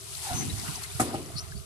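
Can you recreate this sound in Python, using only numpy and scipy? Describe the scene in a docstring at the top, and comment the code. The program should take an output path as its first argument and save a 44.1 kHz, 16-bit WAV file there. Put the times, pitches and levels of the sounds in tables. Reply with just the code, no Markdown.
"""On a river, beside a wooden boat, a bamboo pole is drawn through the water.
Spray fizzes, the surface swishes, and air bubbles ring in the wake as gurgles, gulps and drips.
The pole scrapes, knocks twice on the planks as it is set down, and squeaks as it sticks and slips.
Water rumbles along the hollow hull throughout. Two close microphones colour the treble differently."""
import sys
import numpy as np
from scipy import signal
from scipy.fft import rfft, irfft
from scipy.io import wavfile

SR = 44100
rng = np.random.default_rng(int(sys.argv[2]) if len(sys.argv) > 2 else 0)


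def to_wav(sig):
    """Store sig (one row per channel, or 1-D mono) as 16-bit WAV at the path in sys.argv[1].

    Samples outside -1..1 are clipped; the rate is SR.
    """
    pcm = np.clip(np.atleast_2d(sig), -1, 1) * 32767
    pcm = np.round(pcm).astype(np.int16)
    wavfile.write(sys.argv[1], SR, pcm.T)  # frames by channels


N = 72765  # 1.65 seconds

# How loud the spray round the pole is: time_s, level_db
SPRAY_LEVEL = [(0, -50), (.05, -48.5), (.15, -43), (.21, -44), (.245, -38.5), (.3, -42), (.38, -42),
               (.52, -44.5), (.65, -42), (.76, -43), (.81, -47), (.835, -40.5), (.86, -48), (.97, -44.5),
               (1.05, -43.5), (1.12, -50), (1.25, -51), (1.44, -52), (1.65, -54.5)]
# The spray's mix of low and high sound: frequency_hz, gain_db
SPRAY_COLOUR = [(900, -26.5), (1800, -8), (2800, -3), (4400, -0.5), (7000, -1), (8200, 2.5), (10300, 3),
                (12000, -3), (14000, -11.5)]
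# How loud the pole's swish through the surface is: time_s, level_db
SWISH_LEVEL = [(0, -61.5), (.08, -56), (.16, -50), (.28, -44), (.37, -40), (.5, -50.5), (.6, -45.5),
               (.78, -45.5), (.92, -52.5), (1.08, -41), (1.25, -50), (1.4, -54), (1.65, -64.5)]
# The tone of that swish: frequency_hz, gain_db
SWISH_COLOUR = [(550, -25), (720, 4.5), (1000, 0), (1300, -0.5), (1800, -4.5), (2400, -2), (3200, -6),
                (5000, -11.5), (9000, -45)]
# Where spray and swish are heard (pan is left minus right): time_s, pan_db
POLE_PAN = [(0, 1.5), (.15, 1.5), (.4, .5), (.55, 1), (.7, 0.5), (.95, -0.5), (1.65, 1)]
# How loud the gurgling wake is: time_s, level_db
WAKE_LEVEL = [(.285, -73), (.315, -39.5), (.39, -33), (.48, -34.5), (.54, -39.5), (.6, -41.5), (.7, -43.5),
              (.78, -49.5), (.88, -58.5)]
# Single gulps and drips: start_s, pitch_hz, level_db, ring_cycles, pan_db
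GULPS_AND_DRIPS = [(.316, 126, -27.5, 2.3, -19), (.343, 103, -32, 3.5, -27), (.528, 93.4, -28, 6.2, -16),
                   (.686, 141, -31.5, 6.4, -21.5), (.95, 111, -35.5, 5.1, -24),
                   (1.355, 129, -34, 3.8, -28.5), (.497, 3770, -33.5, 125, 4), (.597, 4720, -31, 30, -1),
                   (.678, 1925, -37.5, 39, 9), (.754, 5820, -30.5, 96, 0), (.757, 4800, -34.5, 55, 8),
                   (.836, 4170, -34.5, 37, 10), (.838, 5830, -33, 28, -3), (.845, 2000, -34, 51, 6.5),
                   (0.902, 3450, -37.5, 70, 1), (0.911, 2360, -42, 45, 15), (.949, 5000, -36, 42, 1),
                   (1.084, 4720, -38, 48, 4), (1.3, 645, -40.5, 20, 0), (1.548, 197, -38.5, 9, -14),
                   (1.521, 1590, -32.5, 18, 0), (1.553, 4420, -48, 370, 5)]
# Blows of the pole, in two quick bunches: start_s, level_db, contact_ms, splash_db, tube_ring_db
BLOWS = [(.9965, -21, 0.32, -25, -20), (1.0005, -27, 0.8, -30, -17), (1.0125, -19, 1.38, -38, -22),
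         (1.086, -34, 2.1, -70, -20), (1.1304, -37, 0.55, -45, -17), (1.1415, -25, 0.79, -44, 7.5),
         (1.179, -32, 1.54, -50, -12)]
# The notes of pole and planks (a fade is a drop of 60 dB): pitch_hz, level_db, fade_s
WOOD_NOTES = [(124, -4.5, 0.1), (225, -7.5, 0.12), (313, -4, 0.094), (391.5, -1.5, 0.078), (470, -17, 0.13),
              (628, -1, 0.064), (758, 4.5, 0.088), (798, -1, 0.045), (840, -17, 0.13), (970, -40, 0.057),
              (1120, -27, 0.07), (1223, -3.5, 0.09), (1316, -3, 0.067), (1520, -36, .06), (1955, -6, 0.14),
              (2530, -21, .1)]
# The tone of loose planks rattling: frequency_hz, gain_db
RATTLE_COLOUR = [(60, -35), (150, -0.5), (240, -0.5), (330, 5.5), (450, 0), (540, -4), (680, -4),
                 (850, -15), (1050, -5.5), (1300, -6.5), (1600, -27), (2300, -10), (3000, -22), (8000, -28)]
# The tone of water thrown by a blow: frequency_hz, gain_db
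SPLASH_COLOUR = [(300, -34), (1000, 8.5), (2000, 2), (3000, -7.5), (5000, -4.5), (6500, -2), (8200, 4.5),
                 (10500, 4), (12000, -3), (14500, -16)]
# Scrapes and squeaks of the pole: peak_s, rise_s, fall_s, pitch_hz, width_hz, level_db, pan_db
RUBS = [(0.281, 0.031, 0.06, 830, 125, -39.5, -0.5), (.315, 0.022, 0.029, 733, 79, -37, 0.5),
        (.378, 0.039, .055, 6180, 380, -37, 3.5), (1.38, 0.016, 0.016, 4420, 302, -37.5, 5.5),
        (1.393, 0.017, 0.0069, 5370, 510, -34.5, -2.5), (1.41, 0.015, .016, 5830, 350, -47, -2),
        (1.387, 0.037, 0.079, 1250, 178, -51, -2)]
# How loud the rumble along the hull is: time_s, level_db
RUMBLE_LEVEL = [(0, -48.5), (.28, -44.5), (.34, -42.5), (.55, -36.5), (.65, -42.5), (.9, -44.5),
                (1.0, -40.5), (1.25, -42.5), (1.36, -38.5), (1.46, -44.5), (1.57, -36), (1.65, -50.5)]
# The tone of that rumble: frequency_hz, gain_db
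RUMBLE_COLOUR = [(25, -43), (40, -29), (60, -3), (80, 2), (115, -4), (160, -9), (205, -29), (300, -40),
                 (1500, -63)]
# Where the rumble is heard: time_s, pan_db
RUMBLE_PAN = [(0, 5), (.4, -1.5), (1.2, 4), (1.55, -7)]
# The notes of the hollow hull: pitch_hz, width_hz, level_db
HULL_NOTES = [(393, 84, -56.5), (652, 46, -62), (1240, 360, -61)]
# How much more the left microphone hears than the right: frequency_hz, gain_db
MIC_BALANCE = [(40, -32), (70, -2), (130, 0), (500, 0.5), (1200, 0.5), (2500, 0), (4200, 8.5), (6000, 7),
               (8000, 7.5), (10300, -6), (12000, -4.5), (14500, 1)]

LEFT_DELAY_S = 0.00021  # sound reaches the right microphone first
SPRAY_APART = 0.89  # share of the spray's power that the two sides do not have in common
TIME_S = np.arange(N) / SR
FREQ_HZ = np.maximum(np.arange(N + 1) * SR / (2 * N), 1)  # the frequencies the filters work on


def spray():
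    """Fizz and droplets swell as the pole sweeps through the water."""
    fizz = coloured(stereo_noise(SPRAY_APART), SPRAY_COLOUR)
    drops = coloured(np.array([droplets(), droplets()]), SPRAY_COLOUR)
    return curve(SPRAY_LEVEL) * (undb(2.5) * fizz + undb(-2.5) * drops)


def droplets(per_s=2500):
    """A shower of tiny ringing bubbles, most weak and a few strong."""
    out = np.zeros(N)
    for when, pitch, weakness in rng.random((int(per_s * N / SR), 3)):
        gain = undb(-4 * np.log(max(weakness, 0.004)))
        ring = bubble(hz=900 + 12500 * pitch, cycles=5.75 * (1 + 2 * pitch))
        add(out, when * N / SR, gain * ring)
    return out


def swish(flicker_db=3.5, flicker_hz=23):
    """The pole breaks the surface: bands of hiss each flicker on their own."""
    out = 0
    for hz in 700 * 2 ** np.arange(0, 3.1, 0.5):  # half an octave apart
        flicker = unit(filtered(rng.standard_normal(N), np.exp(-(FREQ_HZ / flicker_hz) ** 2)))
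        band = np.exp(-(np.log2(FREQ_HZ / hz) / 0.3) ** 2)
        out += undb(flicker_db * flicker) * filtered(rng.standard_normal((2, N)), band)
    return curve(SWISH_LEVEL) * coloured(out, SWISH_COLOUR)


def wake(per_s=420, start_hz=214.4, sink_octaves_per_s=0.96, spread_octaves=0.974):
    """Big air pockets close behind the pole, sounding deeper as it sinks."""
    start_s, end_s = WAKE_LEVEL[0][0], WAKE_LEVEL[-1][0]
    clouds = np.zeros((3, N))
    for cloud in clouds:
        for when, pitch, size in rng.random((int(per_s * N / SR), 3)):
            at_s = when * N / SR
            sinking_s = np.clip(at_s, start_s, end_s) - start_s
            octaves = spread_octaves * (2 * pitch - 1) - sink_octaves_per_s * sinking_s
            add(cloud, at_s, (2 * size - 1) * bubble(start_hz * 2 ** octaves, cycles=4.7))
    return curve(WAKE_LEVEL) * spread(clouds, apart=0.76)


def gulps_and_drips():
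    """Single bubbles stand out: big ones gulp low and small ones ping high."""
    out = np.zeros((2, N))
    for at_s, hz, db, cycles, pan_db in GULPS_AND_DRIPS:
        ring = bubble(hz, cycles)
        add(out[0], at_s + LEFT_DELAY_S, undb(db + pan_db / 2) * ring)
        add(out[1], at_s, undb(db - pan_db / 2) * ring)
    return out


def bubble(hz, cycles, pitch_rise=0.14):
    """Trapped air rings with a note that rises a little as it dies away."""
    life = np.arange(int(cycles * SR / hz) + 2) * hz / (cycles * SR)  # runs from 0 to about 1
    onset = 1 - np.exp(-life / 0.15)
    phase = 2 * np.pi * cycles * life * (1 + pitch_rise * life / 2)
    return 2 * onset * 0.01 ** life * np.sin(phase)


def knocks():
    """Each blow rings the pole and boat, rattles loose planks and throws a little water."""
    wood = sum((-1) ** k * undb(db) * note(hz, fade_s) for k, (hz, db, fade_s) in enumerate(WOOD_NOTES))
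    tube = -note(hz=795, fade_s=0.039)  # the hollow bamboo
    turn = 2j * np.pi * FREQ_HZ
    push = tube_push = splash_level = 0
    for at_s, db, contact_ms, splash_db, tube_db in BLOWS:
        # A push delayed to its start time; longer contact makes it duller.
        blow = undb(db) * np.exp(-turn * at_s) / (1 + turn * contact_ms / 4000) ** 2
        push += blow
        tube_push += undb(tube_db) * blow
        age_s = np.maximum(TIME_S - at_s, 0)
        onset = 1 - np.exp(-age_s / 0.0014)
        splash_level += undb(splash_db) * onset * fade(age_s, fade_s=0.12)
    ring = stereo(filtered(wood, push) + filtered(tube, tube_push))
    rattle = coloured(stereo_noise(apart=0.15), RATTLE_COLOUR) * fade(TIME_S, fade_s=0.64)
    splash = splash_level * coloured(stereo_noise(SPRAY_APART), SPLASH_COLOUR)
    return ring + undb(-10) * filtered(rattle, push) + splash


def scrapes_and_squeaks(octave_db=-10.5, rasp_db=-8):
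    """The pole sticks and slips, making rough notes with a weak octave above and a noisy rasp."""
    out = 0
    for peak_s, rise_s, fall_s, hz, width_hz, db, pan_db in RUBS:
        wobble = signal.hilbert(resonate(rng.standard_normal(N), hz, width_hz))
        strength = np.abs(wobble) ** 0.78  # evens out the loudness a little
        phase = np.angle(wobble)
        tone = unit(strength * (np.cos(phase) + undb(octave_db) * np.cos(2 * phase)))
        rasp = undb(rasp_db) * resonate(rng.standard_normal(N), hz, 2.6 * width_hz)
        swell = np.exp(-((TIME_S - peak_s) / np.where(TIME_S < peak_s, rise_s, fall_s)) ** 2)
        out += stereo(undb(db) * (tone + rasp) * swell, pan_db)
    return out


def hull_rumble():
    """Water churns along the hull, swaying from side to side and ending on the right."""
    churn = coloured(stereo_noise(apart=1), RUMBLE_COLOUR)
    return curve(RUMBLE_LEVEL) * panned(churn, RUMBLE_PAN)


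def hull_hum():
    """Lapping water keeps the hull's hollow notes sounding."""
    return sum(undb(db) * resonate(stereo_noise(apart=0.63), hz, width_hz)
               for hz, width_hz, db in HULL_NOTES)


def undb(db):
    """Turn decibels into a number to multiply by."""
    return 10 ** (np.asarray(db) / 20)


def unit(x):
    """Scale a sound to an average power of 1."""
    return x / np.sqrt(np.mean(x ** 2) + 1e-20)


def curve(rows):
    """Join time_s, level_db points into a gain over time."""
    return undb(np.interp(TIME_S, *np.array(rows).T))


def fade(age_s, fade_s):
    """Die away by 60 dB every fade_s seconds."""
    return undb(-60 * age_s / fade_s)


def note(hz, fade_s):
    """A pure tone that dies away."""
    return np.sin(2 * np.pi * hz * TIME_S) * fade(TIME_S, fade_s)


def filtered(x, gain):
    """Give each frequency of a sound its own gain."""
    return irfft(rfft(x, 2 * N) * gain, 2 * N)[..., :N]


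def colour(rows):
    """Join frequency_hz, gain_db points into a gain for each frequency."""
    hz, db = np.array(rows).T
    return undb(np.interp(np.log(FREQ_HZ), np.log(hz), db))


def coloured(x, rows):
    """Give a sound the tone in a table, at a power of 1."""
    return unit(filtered(x, colour(rows)))


def resonate(x, hz, width_hz):
    """Keep the sound near one pitch, at a power of 1."""
    return unit(filtered(x, 1 / (1 + (2 * (FREQ_HZ - hz) / width_hz) ** 2)))


def stereo(x, pan_db=0):
    """Sound reaches the left microphone a moment after the right."""
    late = filtered(x, np.exp(-2j * np.pi * FREQ_HZ * LEFT_DELAY_S))
    return np.array([late * undb(pan_db / 2), x * undb(-pan_db / 2)])


def spread(three, apart):
    """Mix three sounds: one for both sides, one for the left and one for the right."""
    return np.sqrt(1 - apart) * stereo(unit(three[0])) + np.sqrt(apart) * unit(three[1:])


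def stereo_noise(apart):
    """Hiss that is shared by both sides (apart = 0) or separate on each (apart = 1)."""
    return spread(rng.standard_normal((3, N)), apart)


def panned(x, rows):
    """Move a stereo sound along time_s, pan_db points."""
    side = np.sqrt(curve(rows))
    return x * np.array([side, 1 / side])


def add(out, at_s, x):
    """Mix a short sound in at a given time."""
    i = int(np.clip(at_s * SR, 0, N - 1))
    out[i:i + len(x)] += x[:N - i]


def scene():
    """Water, pole and boat together."""
    water = panned(spray() + swish(), POLE_PAN) + wake() + gulps_and_drips()
    return water + knocks() + scrapes_and_squeaks() + hull_rumble() + hull_hum()


def record(dry, low_cut_hz=72, high_cut_hz=14400):
    """Each microphone has its own tone; the deepest bass and highest treble are cut."""
    tilt = np.sqrt(colour(MIC_BALANCE))
    bass_cut = 1 / np.sqrt(1 + (low_cut_hz / FREQ_HZ) ** 4)
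    heard = filtered(dry, np.array([tilt, 1 / tilt]) * bass_cut)
    treble_cut = signal.ellip(10, 0.2, 80, high_cut_hz, fs=SR, output="sos")
    return signal.sosfilt(treble_cut, heard)


dry = scene()
out = record(dry)
to_wav(out)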